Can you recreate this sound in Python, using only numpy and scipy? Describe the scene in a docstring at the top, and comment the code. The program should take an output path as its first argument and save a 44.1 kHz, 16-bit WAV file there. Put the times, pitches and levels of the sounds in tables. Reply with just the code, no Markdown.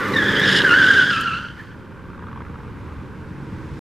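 """A gravel lot beside an asphalt road, outdoors: an old V8 car slides out and drives away.
Its spinning rear tyres squeal by stick-slip friction and spray grit, while pressure pulses from eight
uneven cylinders roar through the exhaust pipes. The tyres grip, the revs sag, and the engine rumbles
on in the distance with a short run of exhaust crackle. The sound cuts off abruptly."""
import sys
import numpy as np
from scipy import signal
from scipy.fft import rfft, irfft, next_fast_len
from scipy.io import wavfile

SR = 44100
rng = np.random.default_rng(int(sys.argv[2]) if len(sys.argv) > 2 else 0)


def generate_wav(sig):
    """Save sig (samples, or channels by samples) to the path in sys.argv[1] as 16-bit PCM at SR."""
    pcm = np.round(np.clip(np.atleast_2d(sig).T, -1, 1) * 32767).astype(np.int16)
    wavfile.write(sys.argv[1], SR, pcm)


N = 176400
TIME = np.arange(N) / SR
TYRE_SIDE_DB = -24  # stereo side level relative to the middle

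# engine speed: time_s, four_stroke_cycles_per_s
ENGINE_SPEED = [(0, 25.2), (.3, 25.1), (.6, 23.9), (.88, 23), (1.03, 21), (1.15, 19.3), (1.33, 16.6),
                (1.75, 19.0), (2.0, 21.2), (2.25, 22.1), (2.9, 21.7), (3.3, 23.4), (3.8, 23.9)]
# strength of each cylinder, in firing order: gain_db
CYLINDER_DB = [1, -5, 0, -4.5, -5, -0.5, -2, -10.5]


def from_db(db):
    """Decibels to amplitude ratio."""
    return 10 ** (np.asarray(db) / 20)


def rms_one(x):
    """Normalisation to unit rms."""
    return x / np.sqrt(np.mean(np.abs(x) ** 2) + 1e-20)


def in_time(rows):
    """Linear interpolation of each column after time_s, at every sample."""
    time_s, *columns = np.transpose(rows)
    return [np.interp(TIME, time_s, column) for column in columns]


def colour(x, spectrum):
    """Minimum-phase filtering through points of frequency_hz, gain_db; the result has unit rms."""
    size = next_fast_len(N + SR // 4)
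    hz, db = np.transpose(spectrum)
    freqs = np.maximum(np.fft.rfftfreq(size, 1 / SR), 1)
    gain = from_db(np.interp(np.log(freqs), np.log(hz), db))
    cepstrum = irfft(np.log(gain), size)
    cepstrum[1:size // 2] *= 2  # folding the cepstrum makes the filter causal
    cepstrum[size // 2 + 1:] = 0
    response = np.exp(rfft(cepstrum))
    return rms_one(irfft(rfft(x, size) * response, size)[..., :N])


def drift(rate_hz):
    """Random modulation: low-passed Gaussian noise of unit rms."""
    pole = np.exp(-2 * np.pi * rate_hz / SR)
    smooth = signal.lfilter([1], [1, -2 * pole, pole * pole], rng.standard_normal(N + SR))
    return rms_one(smooth[SR:])


def flutter(spread_db, rate_hz):
    """Amplitude modulation: a log-normal gain of unit rms."""
    return rms_one(from_db(spread_db * drift(rate_hz)))


def skirt(width_hz):
    """Line broadening: random amplitude and phase that smear a tone into a band."""
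    return rms_one(drift(width_hz) + 1j * drift(width_hz))


def wide_noise(side_db):
    """Mid-side stereo white noise: a stronger side makes the channels less alike."""
    mid, side = rng.standard_normal((2, N))
    return mid + from_db(side_db) * side * [[1], [-1]]


def decay(impulses, decay_s):
    """Exponential relaxation after each impulse."""
    return signal.lfilter([1], [1, -np.exp(-1 / (decay_s * SR))], impulses)


def engine_cycles():
    """Phase is the integral of speed: four-stroke cycles, counted from one spit of the crackle."""
    spit_s = 2.405
    turned = np.cumsum(in_time(ENGINE_SPEED)[0]) / SR
    return turned - np.interp(spit_s, TIME, turned)


def exhaust(cycles):
    """Source and filter: each firing sends a pressure pulse and a turbulent puff through the pipes."""
    # band levels before their trims: time_s, rumble_db, boom_db, roar_db
    levels = [(0.0, -42.5, -32.5, -27.5), (0.11, -35, -32, -27.5), (0.32, -32, -25, -24.5),
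              (0.36, -34, -31, -26), (0.41, -34, -27, -24), (1.04, -57, -31.5, -30),
              (1.08, -40, -35, -34.5), (1.31, -30.5, -36, -40), (1.54, -42, -41, -46),
              (3.0, -30.5, -36.5, -42.5), (3.28, -36.5, -37.5, -48), (3.77, -34, -33.5, -43)]
    # low, middle and upper pipe responses: frequency_hz, gain_db
    rumble_spectrum = [(20, -20.5), (40, -19.5), (60, 3.5), (85, 9), (115, -1), (200, -40.5), (500, -76.5)]
    boom_spectrum = [(50, -30), (90, -0.5), (125, 4.5), (200, 1), (280, -11), (450, -16.5), (900, -74.5)]
    roar_spectrum = [(100, -32.5), (200, -14.5), (270, 4.5), (430, 2), (560, -2.5), (690, -20),
                     (820, -11.5), (1050, -17.5), (1500, -28), (2400, -18.5), (5000, -45.5), (12000, -70)]
    jitter_s, spread_db, puff_share = .0006, 0.5, 0.73
    stroke = np.floor(cycles * len(CYLINDER_DB)).astype(int)
    firings = np.flatnonzero(np.diff(stroke)) + 1
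    timing, strength = rng.standard_normal((1000, 2))[:len(firings)].T
    onsets = np.clip(firings + jitter_s * SR * timing, 0, N - 1).astype(int)
    cylinder = stroke[firings] % len(CYLINDER_DB)
    pulses = np.zeros(N)
    pulses[onsets] = from_db(np.array(CYLINDER_DB)[cylinder] + spread_db * strength)
    puffs = decay(pulses, decay_s=.003) * wide_noise(side_db=-16)
    gas = np.sqrt(1 - puff_share) * rms_one(pulses - pulses.mean())
    gas = gas + np.sqrt(puff_share) * rms_one(puffs)
    rumble_db, boom_db, roar_db = in_time(levels)
    rumble = from_db(rumble_db - 4.5) * colour(gas, rumble_spectrum)
    boom = from_db(boom_db - 1.5) * colour(gas, boom_spectrum)
    roar = from_db(roar_db - 0.5) * colour(gas, roar_spectrum)
    return rumble + boom + roar


def engine_note(cycles):
    """Harmonics of a periodic source: the firing tone and the orders made by uneven cylinders."""
    # tone levels: time_s, uneven_db, firing_db
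    levels = [(0, -41, -38), (.1, -44, -30), (.3, -49, -29.5), (.4, -40, -32), (.7, -38.5, -32),
              (1.0, -38.5, -40), (1.25, -41.5, -46), (1.5, -49.5, -48), (2.2, -50.5, -62),
              (2.9, -46.5, -46.5), (3.8, -43.5, -51)]
    # uneven orders: cycle_rate_multiple, gain_db
    orders = [(4, -10.5), (6, 1.5), (10, -3), (11, -3), (13, -5), (14, -6.5), (17, -10), (19, -10.5)]
    uneven_db, firing_db = in_time(levels)

    def tone(multiple, db):
        amplitude = np.sqrt(2) * from_db(db) * flutter(spread_db=3.5, rate_hz=2.2)
        return amplitude * np.sin(2 * np.pi * (multiple * cycles + rng.random()))

    return tone(len(CYLINDER_DB), firing_db) + sum(tone(k, uneven_db + db) for k, db in orders)


def gravel():
    """Friction noise and shot noise: rubber scrubs the loose surface and sprays fine grit."""
    # strong in the slide, faint again far off: time_s, scrub_db, grit_db
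    levels = [(0, -28, -48), (.15, -29.5, -43), (.45, -29.5, -38), (.58, -30, -52), (.65, -28, -37.5),
              (.95, -32.5, -35.5), (1.2, -42, -43.5), (1.38, -53, -50), (1.55, -52, -63), (1.605, -44, -59),
              (1.68, -55, -65), (2.1, -77, -93.5), (2.9, -58, -73), (3.15, -68, -71), (3.45, -68, -69),
              (3.52, -54.5, -64.5), (3.8, -56, -59)]
    # spectra of scrubbing rubber and of grit: frequency_hz, gain_db
    scrub_spectrum = [(400, -9), (700, -28), (900, -2), (1250, 0), (2000, -0.5), (2700, -12.5), (4000, -19),
                      (8000, -32.5)]
    grit_spectrum = [(1500, -31), (3000, 11), (5000, 7.5), (7000, 1), (10000, -7), (13000, -16.5),
                     (15500, -32.5)]
    grains_per_s, spread_db, grain_share, side_db = 4900, 8, 0.26, -9
    hits = rng.random(N) < grains_per_s / SR
    grains = hits * from_db(spread_db * np.minimum(rng.exponential(1, N), 4))
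    ticks = np.sqrt(grain_share) * rms_one(grains * wide_noise(side_db))
    hiss = np.sqrt(1 - grain_share) * wide_noise(side_db)
    scrub_db, grit_db = in_time(levels)
    scrub = from_db(scrub_db) * colour(wide_noise(TYRE_SIDE_DB), scrub_spectrum)
    return scrub + from_db(grit_db) * colour(ticks + hiss, grit_spectrum)


def road_and_wind():
    """Broadband ambient noise: a far road and a light rumble of wind."""
    # distant road noise: time_s, level_db
    road_level = [(0, -49), (1.5, -45.5), (1.9, -45), (2.5, -42.5), (2.9, -41), (3.15, -42), (3.45, -40),
                  (3.5, -39.5), (3.8, -41.5)]
    # spectra of road and wind: frequency_hz, gain_db
    road_spectrum = [(300, 8), (520, 0), (690, -9), (950, 4.5), (1500, -5), (2200, -9), (3500, -19.5),
                     (6000, -28), (10000, -35), (15000, -48.5)]
    wind_spectrum = [(15, -15), (35, -16.5), (60, -1.5), (120, -7.5), (300, -13.5), (1000, -49.5)]
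    road = from_db(in_time(road_level)[0]) * colour(wide_noise(side_db=-13), road_spectrum)
    wind = from_db(-46.5) * colour(wide_noise(side_db=0), wind_spectrum)
    return road + wind


def chirps():
    """Transient stick-slip: the tread catches briefly, sounding a tone and its octave."""
    # Gaussian tone bursts: centre_s, half_width_s, pitch_hz, level_db, octave_db
    catches = [(0.034, 0.05, 1444, -27, -50), (0.054, 0.14, 1159, -30.5, -59),
               (0.058, 0.013, 2080, -30.5, -61), (0.141, 0.0046, 1920, -22, -29),
               (0.175, 0.012, 1790, -22, -22.5), (0.651, 0.006, 1576, -12.5, -34),
               (1.281, 0.022, 1370, -22, -29), (1.603, 0.016, 1784, -36, -64)]
    waver_hz = 46.66
    out = np.zeros(N)
    for centre_s, half_width_s, pitch_hz, level_db, octave_db in catches:
        phase = 2 * np.pi * np.cumsum(pitch_hz + waver_hz * drift(rate_hz=59.6)) / SR
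        tone = from_db(level_db) * np.sin(phase) + from_db(octave_db) * np.sin(2 * phase)
        envelope = np.exp(-((TIME - centre_s) / half_width_s) ** 2)
        out += np.sqrt(2) * envelope * tone
    return out


def stones():
    """Impact noise: flung stones land with bright, damped ticks, wider when they fall close by."""
    # landings: start_s, level_db, side_db
    landings = [(.082, -43.5, -11), (.17, -42, -8), (.395, -36, -10), (0.517, -42, -10), (1.209, -34, -3)]
    # spectrum of a tick: frequency_hz, gain_db
    spectrum = [(200, -8), (600, -5.5), (1500, -6), (4000, -7.5), (7000, 7.5), (12000, 2.5), (16000, -11.5)]
    decay_s = .006
    out = np.zeros((2, N))
    for start_s, level_db, side_db in landings:
        envelope = (TIME >= start_s) * np.exp(-np.abs(TIME - start_s) / decay_s)
        out += from_db(level_db) * envelope * colour(wide_noise(side_db), spectrum)
    return out


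def squeal(pitch_hz, fundamental_db, overtone_db, ragged_share, rolloff_db):
    """Stick-slip oscillation: a wavering tone that broadens as rubber tears loose, overtones most."""
    fundamental_width_hz, overtone_width_hz = 150, 200
    hz = pitch_hz * (1 + 0.01884 * drift(rate_hz=71.1) + 0.022 * drift(rate_hz=300))
    phase = 2 * np.pi * np.cumsum(hz) / SR
    clean_share = 1 - ragged_share
    side = from_db(TYRE_SIDE_DB) * skirt(overtone_width_hz) * [[1], [-1]]

    def partial(multiple, width_hz, pure_share):
        mid = np.sqrt(pure_share) + np.sqrt(1 - pure_share) * skirt(width_hz)
        return np.sqrt(2) * np.real((mid + side) * np.exp(1j * multiple * phase))

    overtones = np.zeros((2, N))
    for k in range(2, 5):
        gain = from_db(-rolloff_db * (k - 2)) * flutter(spread_db=2, rate_hz=60)
        overtones += gain * partial(k, overtone_width_hz, 0.6 * clean_share)
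    tremor = flutter(spread_db=2.62, rate_hz=49)
    fundamental = partial(1, fundamental_width_hz, clean_share)
    return tremor * (from_db(fundamental_db) * fundamental + from_db(overtone_db) * overtones)


def rear_tyres():
    """Two independent friction oscillators: each rear tyre squeals at its own pitch and brightness."""
    # leading tyre's note: time_s, pitch_hz
    lead_pitch = [(.13, 1956), (.17, 1789), (.22, 1690), (.39, 1623), (.415, 1779), (.47, 1720), (.6, 1700),
                  (.655, 1574), (.68, 1483), (.71, 1420), (.75, 1490), (.8, 1600), (.835, 1490),
                  (.875, 1480), (.9, 1630), (.93, 1550), (.98, 1554), (1.025, 1487), (1.1, 1612),
                  (1.12, 1415), (1.15, 1301), (1.23, 1374), (1.31, 1342), (1.4, 1401)]
    # its strength: time_s, fundamental_db, overtone_db
    lead_levels = [(.11, -58, -88), (.165, -12, -25.5), (.21, -16.5, -34.5), (.34, -23, -25),
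                   (.42, -19, -24.5), (.49, -20.5, -25.5), (.6, -17.5, -28), (.635, -25, -41),
                   (.71, -13.5, -23), (.85, -13, -32), (.98, -11.5, -27), (1.06, -21, -36.5),
                   (1.1, -17, -25), (1.19, -27.5, -34), (1.28, -24, -34.5), (1.36, -26, -34),
                   (1.47, -44.5, -63), (1.6, -59.5, -93)]
    # the softer, hoarser tyre: time_s, pitch_hz, fundamental_db, overtone_db
    second_tone = [(.15, 1800, -40, -51), (.28, 1678, -26.5, -33), (.4, 1781, -22.5, -58),
                   (.48, 1633, -19, -21), (.59, 1614, -29, -26), (.66, 1650, -22.5, -58),
                   (.83, 1700, -22, -28.5), (.96, 1680, -25, -30.5), (1.16, 1590, -23.5, -29.5),
                   (1.3, 1477, -30, -38.5), (1.42, 1507, -33.5, -41.5), (1.56, 1520, -49.5, -55.5),
                   (1.9, 1562, -50.5, -69), (2.1, 1550, -53, -85)]
    # noisy part of each fundamental's power, falling as the tyre grips: time_s, ragged_share
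    lead_ragged = [(.17, 0.05), (.3, 0.97), (.55, 0.95), (.7, 0.17), (1.0, 0.02), (1.3, 0.07)]
    second_ragged = [(1.15, 0.99), (1.42, 0.63)]
    lead = squeal(*in_time(lead_pitch), *in_time(lead_levels), *in_time(lead_ragged), rolloff_db=14)
    second = squeal(*in_time(second_tone), *in_time(second_ragged), rolloff_db=12)
    return lead + second


def tread_rasp():
    """Impulse excitation: tread blocks tear loose in random jerks that ring the tyre's upper modes."""
    # rasp, harshest mid-slide: time_s, low_db, high_db
    levels = [(.38, -47.5, -60.5), (.47, -26, -35), (.58, -24.5, -30), (.62, -26.5, -45), (.66, -39, -54),
              (.77, -38, -52.5), (.84, -28, -40.5), (.98, -32, -46), (1.06, -44, -50), (1.16, -36, -43),
              (1.26, -72, -78.5)]
    # two groups of tyre resonances: frequency_hz, gain_db
    low_modes = [(2000, -26.5), (2500, -10.5), (2900, 6), (3300, 0.5), (3700, 3), (4100, -4), (4600, -33.5)]
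    high_modes = [(3500, -20.5), (4500, 0), (5250, 4), (6100, -16), (7000, -6.5), (7800, -18),
                  (8800, -14.5), (11000, -20), (15000, -43.5)]
    jerks_per_s = 200
    jerks = rng.random(N) < jerks_per_s / SR
    energy = decay(jerks + 1e-18, decay_s=.002)
    scratch = np.sqrt(energy) * wide_noise(TYRE_SIDE_DB)
    low_db, high_db = in_time(levels)
    return from_db(low_db) * colour(scratch, low_modes) + from_db(high_db) * colour(scratch, high_modes)


def exhaust_crackle(cycles):
    """Pulsed turbulence: two sharp, equal spits of gas per engine cycle, band-passed by the pipe."""
    # the run of crackle: time_s, level_db
    level = [(1.8, -57), (2.1, -47), (2.2, -45.5), (2.27, -42), (2.41, -40.5), (2.47, -46.5), (2.55, -45),
             (2.7, -51), (3.0, -49.5), (3.4, -85)]
    # gas noise ahead of saturation: frequency_hz, gain_db
    spectrum = [(300, -26.5), (700, -18), (950, 5), (1150, 10), (1450, 0), (2000, -13.5), (3500, -28.5),
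                (8000, -46)]
    gap_s, decay_s, drive = .015, .005, 3
    speed, = in_time(ENGINE_SPEED)
    ages_s = [((cycles - lag_s * speed) % 1) / speed for lag_s in (0, gap_s)]
    spits = sum(np.exp(-age_s / decay_s) for age_s in ages_s)
    gas = np.tanh(drive * colour(rng.standard_normal(N), spectrum))
    pipe = signal.butter(2, [750, 2200], "band", fs=SR, output="sos")
    return from_db(in_time(level)[0]) * rms_one(signal.sosfilt(pipe, spits * gas))


def with_echoes(direct):
    """Specular reflection: ground, fence and trees add weak, delayed copies to the direct sound."""
    # reflections: delay_s, gain_db
    echoes = [(0.012, -28), (0.029, -16), (0.076, -17), (0.129, -18)]
    return direct + sum(from_db(gain_db) * np.pad(direct, ((0, 0), (int(delay_s * SR), 0)))[:, :N]
                        for delay_s, gain_db in echoes)


def scene():
    """Superposition of car and ambience; a level difference sets the whole slightly to the right."""
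    pan_db = 0.44
    cycles = engine_cycles()
    car = with_echoes(exhaust(cycles) + rear_tyres() + tread_rasp() + chirps() + gravel())
    car += engine_note(cycles) + exhaust_crackle(cycles) + stones()
    return (car + road_and_wind()) * from_db([[-pan_db], [pan_db]])


def record(dry):
    """Soft saturation rounds the peaks, the sound stops dead, and a low-pass removes the top treble."""
    end_s, stopband_hz = 3.792, 16200
    rounded = np.tanh(dry) * (TIME < end_s)
    return signal.sosfilt(signal.cheby2(12, 70, stopband_hz, fs=SR, output="sos"), rounded)


dry = scene()
out = record(dry)
generate_wav(out)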